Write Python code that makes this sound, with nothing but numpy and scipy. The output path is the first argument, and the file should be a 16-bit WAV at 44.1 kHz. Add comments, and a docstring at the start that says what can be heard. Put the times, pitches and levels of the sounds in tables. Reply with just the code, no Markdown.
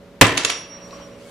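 """A small workshop: one hammer blow on a center punch over a steel bar, heard close, overloading the input.
Noise bursts make the tick, crack and bench shudder; damped sines make the bench thud.
A loose steel piece is tossed up, bounces (short noise chatters), rattles to rest (random grains)
and rings on (beating sines). Behind it: a humming machine (wavering sines), air (shaped noise),
sleeves and hands moving over the wood (patchy noise, small damped notes)."""
import sys
import numpy as np
from scipy import signal
from scipy.fft import rfft, irfft
from scipy.io import wavfile
from scipy.ndimage import uniform_filter1d

SR = 44100
rng = np.random.default_rng(int(sys.argv[2]) if len(sys.argv) > 2 else 0)


def nominal_scale(level):
    """Amplitude ratio for a level in decibels (scalar or array-like)."""
    x = np.asarray(level, float) / 20
    return 10 ** x


def unload_wav(signal):
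    """Save mono or channel-first audio to the path in sys.argv[1] as 16-bit WAV at rate SR, clipped to [-1, 1]."""
    wavfile.write(
        sys.argv[1],
        SR,
        np.round(np.clip(np.atleast_2d(signal).T, -1, 1) * 32767).astype(np.int16),
    )


N = 57330  # length in samples


def evened(x):
    """Scales to unit rms."""
    return x / np.sqrt(np.mean(x ** 2) + 1e-20)


def read(points, hz):
    """Reads a spectral table along a log frequency axis."""
    f, value = np.transpose(points)
    return np.interp(np.log(hz + 1), np.log(f + 1), value)


def curve(points, t):
    """Reads a time curve with straight lines between its points."""
    return np.interp(t, *np.transpose(points))


def add(mix, s, sound):
    """Lays a sound into the mix from s seconds on, cut at the end of the mix."""
    part = mix[..., round(s * SR):][..., :sound.shape[-1]]
    part += sound[..., :part.shape[-1]]


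def pan(db):
    """Left and right gains; positive dB leans left."""
    return nominal_scale(np.array([[db / 2], [-db / 2]]))


# Stereo width of the noises: f/Hz, left-right likeness (1 = identical)
LIKENESS = [(40, 0.88), (250, 0.96), (1000, 0.79), (3000, 0.45), (8000, 0.33), (15000, .1)]


def alike(a, b):
    """Two channels from two unrelated sounds, mixed as mid and side for the likeness of each band."""
    same = np.clip(read(LIKENESS, np.fft.rfftfreq(a.shape[-1], 1 / SR)), 0, 1)
    mid = rfft(a) * np.sqrt((1 + same) / 2)
    side = rfft(b) * np.sqrt((1 - same) / 2)
    return irfft(np.array([mid + side, mid - side]), a.shape[-1])


def hiss(size=N):
    """White noise in stereo."""
    return alike(*rng.standard_normal((2, size)))


def coloured(x, shape, taps_count=2048):
    """Causal minimum-phase filter of unit energy with the given spectral shape."""
    hz = abs(np.fft.fftfreq(2 * taps_count, 1 / SR))
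    log_gain = np.log(nominal_scale(np.maximum(read(shape, hz), -90)))
    response = np.exp(np.conj(signal.hilbert(log_gain)))
    kernel = np.fft.ifft(response).real[:taps_count]
    kernel = kernel / np.linalg.norm(kernel)
    return signal.fftconvolve(x, kernel[None], axes=-1)[:, :x.shape[-1]]


# Decay of the room: f/Hz, t60/s
ROOM_DECAY = [(60, 0.5), (250, 0.87), (1000, 0.56), (3000, 0.53), (7000, 0.37), (14000, 0.076)]


def room(x):
    """Diffuse tail: noise with each band dying at its own speed, faded in over 12 ms."""
    hz, t, z = signal.stft(hiss(SR), SR, nperseg=256)
    decay = nominal_scale(-60 * t / read(ROOM_DECAY, hz)[:, None])
    tail = signal.istft(z * decay, SR, nperseg=256)[1]
    tail = tail * np.clip(np.arange(tail.shape[1]) / SR / 0.012, 0, 1)
    tail = tail / np.linalg.norm(tail[0])
    return signal.fftconvolve(x.mean(0)[None], tail, axes=1)[:, :N]


# Colour of the air noise: f/Hz, relative level/dB per Hz
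AIR_COLOUR = [(25, -16), (60, -4.5), (180, -3.5), (400, -5), (700, -11.5), (1500, -17.5), (4000, -24.5),
              (8000, -35), (15400, -40.5)]
AIR_DB = -48


def air():
    """Steady shaped noise."""
    return nominal_scale(AIR_DB) * coloured(hiss(), AIR_COLOUR)


# Lines of the humming machine: f/Hz, level/dB before swell and pan
HUM_LINES = [(59.2, -62), (119, -57), (180, -50.5), (237, -53.5), (296, -57), (425, -53.5), (484.5, -54),
             (545, -53.5), (565.2, -47.5), (646, -56)]
# Slow swell of all the lines together: t/s, level/dB
HUM_SWELL = [(0, -3.5), (.2, -9), (.7, -4), (.95, 1.5), (1.3, -2)]
WAVER_BANDWIDTH_HZ = 3.6  # of each of the two equal poles that smooth the waver


def machine_hum():
    """Steady lines, each wavering in level and phase by its own slow complex noise."""
    t = np.arange(N) / SR
    pole = np.exp(-np.pi * WAVER_BANDWIDTH_HZ / SR)
    hum = np.zeros(N)
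    for hz, db in HUM_LINES:
        slow = signal.lfilter([1], [1, -2 * pole, pole * pole], rng.standard_normal((2, 2 * N)))
        waver = evened(slow[:, N:])  # the filter has settled by then
        line = np.exp(2j * np.pi * (hz * t + rng.random()))
        hum += nominal_scale(db) * ((1 + 0.19 * (waver[0] + 1j * waver[1])) * line).real
    return np.sqrt(2) * hum * nominal_scale(curve(HUM_SWELL, t)) * pan(-3.2)


# Colour of the friction: f/Hz, relative level/dB per Hz
RUSTLE_COLOUR = [(100, -33), (300, -3), (700, -3.5), (1100, 1), (1600, -4.5), (3000, -5.5), (5400, -13.5),
                 (8000, -16.5), (15400, -32)]
# Movement: t/s, level/dB before treble lift and patches
RUSTLE_LEVEL = [(.3, -76), (.6, -72), (.72, -47), (.85, -47.5), (.93, -45.5), (1.05, -49), (1.15, -53),
                (1.3, -53)]
# Treble lift, none below 2.5 kHz and full from 10 kHz: t/s, level/dB
RUSTLE_TREBLE = [(.3, -2), (.7, -15), (.85, -1.5), (1., -0.5), (1.12, -1), (1.3, 12.5)]


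def rustle():
    """Patchy friction noise of sleeves and hands, with level and treble moving over time."""
    hz, t, z = signal.stft(coloured(hiss(), RUSTLE_COLOUR), SR, nperseg=512)
    patches = uniform_filter1d(rng.standard_normal(z.shape[1:]), 6, axis=0)  # bins wide
    patches = evened(uniform_filter1d(patches, 8, axis=1))  # frames long
    lift = np.clip(np.log2(hz[:, None] / 2500 + 1e-3), 0, 2) / 2
    gain_db = curve(RUSTLE_LEVEL, t) + lift * curve(RUSTLE_TREBLE, t) + 2.5 * patches
    return signal.istft(z * nominal_scale(gain_db), SR, nperseg=512)[1][:, :N]


# Small sounds of the hands and the hammer on the wood: t/s, level/dB before pan, f/Hz, t60/s
TAPS = [(.727, -47, 3000, 0.016), (.909, -24.5, 4100, 0.0038), (.909, -27.5, 3000, 0.0035),
        (.928, -29, 1114, 0.059), (.928, -21.5, 585, 0.019), (1.001, -31, 572, 0.017),
        (1.25, -52.5, 2225, 0.49)]
TAP_RISE_CYCLES = 1.8  # time constant of the onset


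def taps():
    """Each a single damped note of the wood with a soft onset."""
    t, out = np.arange(SR) / SR, np.zeros(N)
    for s, db, hz, t60 in TAPS:
        rise = 1 - np.exp(-t * hz / TAP_RISE_CYCLES)
        add(out, s, nominal_scale(db - 60 * t / t60) * rise * np.sin(2 * np.pi * hz * t))
    return out * pan(1.0)


PIECE_PAN_DB = -3
# Grain level of the rattle: t/s, level/dB before pan; silent outside the first and last time
RATTLE_LEVEL = [(.38, -25.5), (.44, -33.5), (.46, -28.5), (.49, -32), (.52, -28), (.57, -41.5), (.68, -63)]
# Colour of the rattle: f/Hz, relative level/dB per Hz
RATTLE_COLOUR = [(150, -22), (400, -9.5), (1200, -2), (3000, -0.5), (5000, -4), (7000, -9), (11000, -30.5),
                 (15000, -47)]
GRAINS_PER_S = 3500  # mean rate in each of the two grain streams


def rattle():
    """The loose piece rattles to rest: dense random impacts of random size and sign."""
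    t = np.arange(N) / SR
    draw, size, sign = rng.random((3, 2, N))
    size_db = 3 * np.minimum(-np.log(size + 1e-6), 3)
    grains = evened((draw < GRAINS_PER_S / SR) * nominal_scale(size_db) * np.sign(sign - 0.5))
    moving = (t > RATTLE_LEVEL[0][0]) * (t < RATTLE_LEVEL[-1][0])
    dry_rattle = alike(*grains) * nominal_scale(curve(RATTLE_LEVEL, t)) * moving
    return coloured(dry_rattle, RATTLE_COLOUR) * pan(PIECE_PAN_DB)


# Contacts of the loose piece with the bench: t/s, level/dB before colour and pan, time to fall 20 dB/s
BOUNCES = [(0.268, -18.5, 0.0094), (0.3726, -16, 0.0054), (.3762, -8, 0.0093), (0.3985, -32, 0.019),
           (0.436, -23.5, 0.0072), (0.4488, -6.5, 0.0055), (.4508, -10.5, 0.0084), (0.486, -25.5, 0.005),
           (.4977, -14.5, 0.0034), (0.5006, -14.5, .012)]
# Colour of the knocks: f/Hz, relative level/dB per Hz
KNOCK_COLOUR = [(120, -25), (200, -11.5), (1480, -5.5), (2950, -1.5), (5570, -8), (6680, -3.5),
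                (8310, -13.5), (9970, -12), (13100, -34), (14300, -39.5), (15400, -80)]


def bounces():
    """Each contact is a short noise chatter that knocks the wood."""
    chatter_samples = 2048
    t, chatters = np.arange(chatter_samples) / SR, np.zeros((2, N))
    for s, db, length in BOUNCES:
        add(chatters, s, hiss(chatter_samples) * nominal_scale(db - 20 * t / length))
    return coloured(chatters, KNOCK_COLOUR) * pan(PIECE_PAN_DB)


def rung(modes, t):
    """Sum of damped sines; close neighbours beat."""
    return sum(sign * nominal_scale(db - 60 * t / t60) * np.sin(2 * np.pi * hz * t) for hz, db, t60, sign in modes)


def restruck(blows, sound):
    """Each blow replaces what was left of the one before."""
    out = np.zeros(N)
    for s, db in blows:
        start = round(s * SR)
        out[start:] = nominal_scale(db) * sound[:N - start]
    return out


# Two mode families of the loose steel: f/Hz, relative level/dB, t60/s, polarity
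LOW_RING = [(5662.5, 0, .66, 1), (5655.6, -18, 2.6, 1), (5665.7, -17.5, 2.6, 1)]
HIGH_RING = [(10760.5, 0, .5, 1), (10750.5, -8, .6, 1)]
# Contacts that stop a family and set it ringing afresh: t/s, level/dB before pan
LOW_STRUCK = [(.3762, -34), (.4482, -22)]
HIGH_STRUCK = [(.2685, -47), (.3762, -43), (.4482, -41), (.5005, -42)]
LOW_RISE_S, RING_PAN_DB = 0.05, -4.5
DAMPED_S, DAMPING_DB_PER_S = 1.04, 85  # the steel is touched and dies faster


def steel_ring():
    """The loose steel rings in two mode families; the low one swells in after each contact."""
    t = np.arange(N) / SR
    low = rung(LOW_RING, t) * (1 - np.exp(-(t / LOW_RISE_S) ** 2))
    high = rung(HIGH_RING, t)
    ring = restruck(LOW_STRUCK, low) + restruck(HIGH_STRUCK, high)
    damping = nominal_scale(-DAMPING_DB_PER_S * np.maximum(t - DAMPED_S, 0))
    return ring * damping * pan(RING_PAN_DB)


# Hard faces meet, colour of the tick: f/Hz, relative level/dB per Hz
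TICK_COLOUR = [(2000, -24), (5000, -10.5), (7800, 9.5), (10000, -7.5), (14000, -8), (16500, -30)]
TICK_DB, TICK_T60_S = 7, 0.021  # level before colour and pan


def tick(t):
    """Very short bright noise of steel faces meeting."""
    return coloured(hiss(len(t)) * nominal_scale(TICK_DB - 60 * t / TICK_T60_S), TICK_COLOUR)


# Colour of the crack: f/Hz, relative level/dB per Hz
CRACK_COLOUR = [(40, -43), (90, -6.5), (300, 0.5), (1300, -1.5), (2500, -1.5), (5300, -12), (9500, -20),
                (15400, -34)]
CRACK_T60_S = 0.042


def crack(t):
    """Broad decaying noise of steel on steel."""
    return coloured(hiss(len(t)) * nominal_scale(-60 * t / CRACK_T60_S), CRACK_COLOUR)


# Bench top and what lies on it, shaking: f/Hz, relative level/dB per Hz
SHUDDER_COLOUR = [(24, -29), (40, -11), (103, -9), (259, -4.5), (406, -3.5), (448, -16.5), (483, -11),
                  (1250, -10.5), (2700, -10), (15400, -41)]
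SHUDDER_UNDER_CRACK_DB, SHUDDER_T60_S = -23, 0.39  # level of the noise before lumps and colour


def shudder(t):
    """Longer noise made rough by random lumps in its level."""
    lumps = nominal_scale(3.7 * evened(uniform_filter1d(rng.standard_normal(len(t)), 150)))
    decay = nominal_scale(SHUDDER_UNDER_CRACK_DB - 60 * t / SHUDDER_T60_S)
    return coloured(hiss(len(t)) * lumps * decay, SHUDDER_COLOUR)


# Modes of the bench: f/Hz, relative level/dB, t60/s
BENCH_MODES = [(108.1, 0.5, 0.22), (175.5, -15, 0.42), (283, 1.5, .12), (400.6, -15, 0.25),
               (538.3, -5.5, 0.14), (669, -5, 0.107), (854.3, 2.5, 0.066), (1060, -12, 0.12),
               (1194, 1, 0.086), (1815, -10, 0.1), (2070, -23, 0.043), (2140, -17, 0.064),
               (2660, -20, 0.035)]
BENCH_DB, THUD_RISE_CYCLES = -6.5, 0.77  # gain of all modes; time constant of the onset


def bench_thud(t):
    """Damped modes of the bench, each with a soft onset."""
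    thud = np.zeros(len(t))
    for hz, db, t60 in BENCH_MODES:
        rise = 1 - np.exp(-t * hz / THUD_RISE_CYCLES)
        thud += nominal_scale(db - 60 * t / t60) * rise * np.sin(2 * np.pi * hz * t)
    return nominal_scale(BENCH_DB) * thud


BLOW_S, BENCH_PAN_DB = 0.2116, -1.3
BLOW_DB = 12.5  # gain of crack and shudder


def blow():
    """The hammer blow: tick and crack of steel on steel, bench modes and a rough shudder."""
    t, out = np.arange(SR) / SR, np.zeros((2, N))
    add(out, BLOW_S, nominal_scale(BLOW_DB) * (crack(t) + shudder(t)) + tick(t) + bench_thud(t))
    return out * pan(BENCH_PAN_DB)


BLOW_ROOM_DB, PIECE_ROOM_DB = -19.5, -9  # sends to the room


def scene():
    """Everything together; the blow, knocks, rattle and taps also feed the room."""
    hit, small = blow(), taps()
    knocks = bounces() + rattle()
    wet = room(nominal_scale(BLOW_ROOM_DB) * hit + nominal_scale(PIECE_ROOM_DB) * (knocks + small))
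    background = air() + machine_hum() + rustle()
    return hit + knocks + steel_ring() + small + wet + background


def band_limit(x):
    """A steep low-pass at the top of the band."""
    return signal.sosfilt(signal.butter(12, 15570, fs=SR, output="sos"), x)


KNEE = 12  # higher = harder bend into saturation
EDGE_HZ = 15600


def record(dry):
    """The input saturates at full scale, then a low-pass limits the band."""
    clipped = dry / (1 + abs(dry) ** KNEE) ** (1 / KNEE)
    lowpass = signal.firwin(255, EDGE_HZ, window=("kaiser", 3), fs=SR)
    limited = signal.oaconvolve(clipped, lowpass[None], "same")
    return band_limit(np.clip(limited, -1, 1))


dry = scene()
out = record(dry)
unload_wav(out)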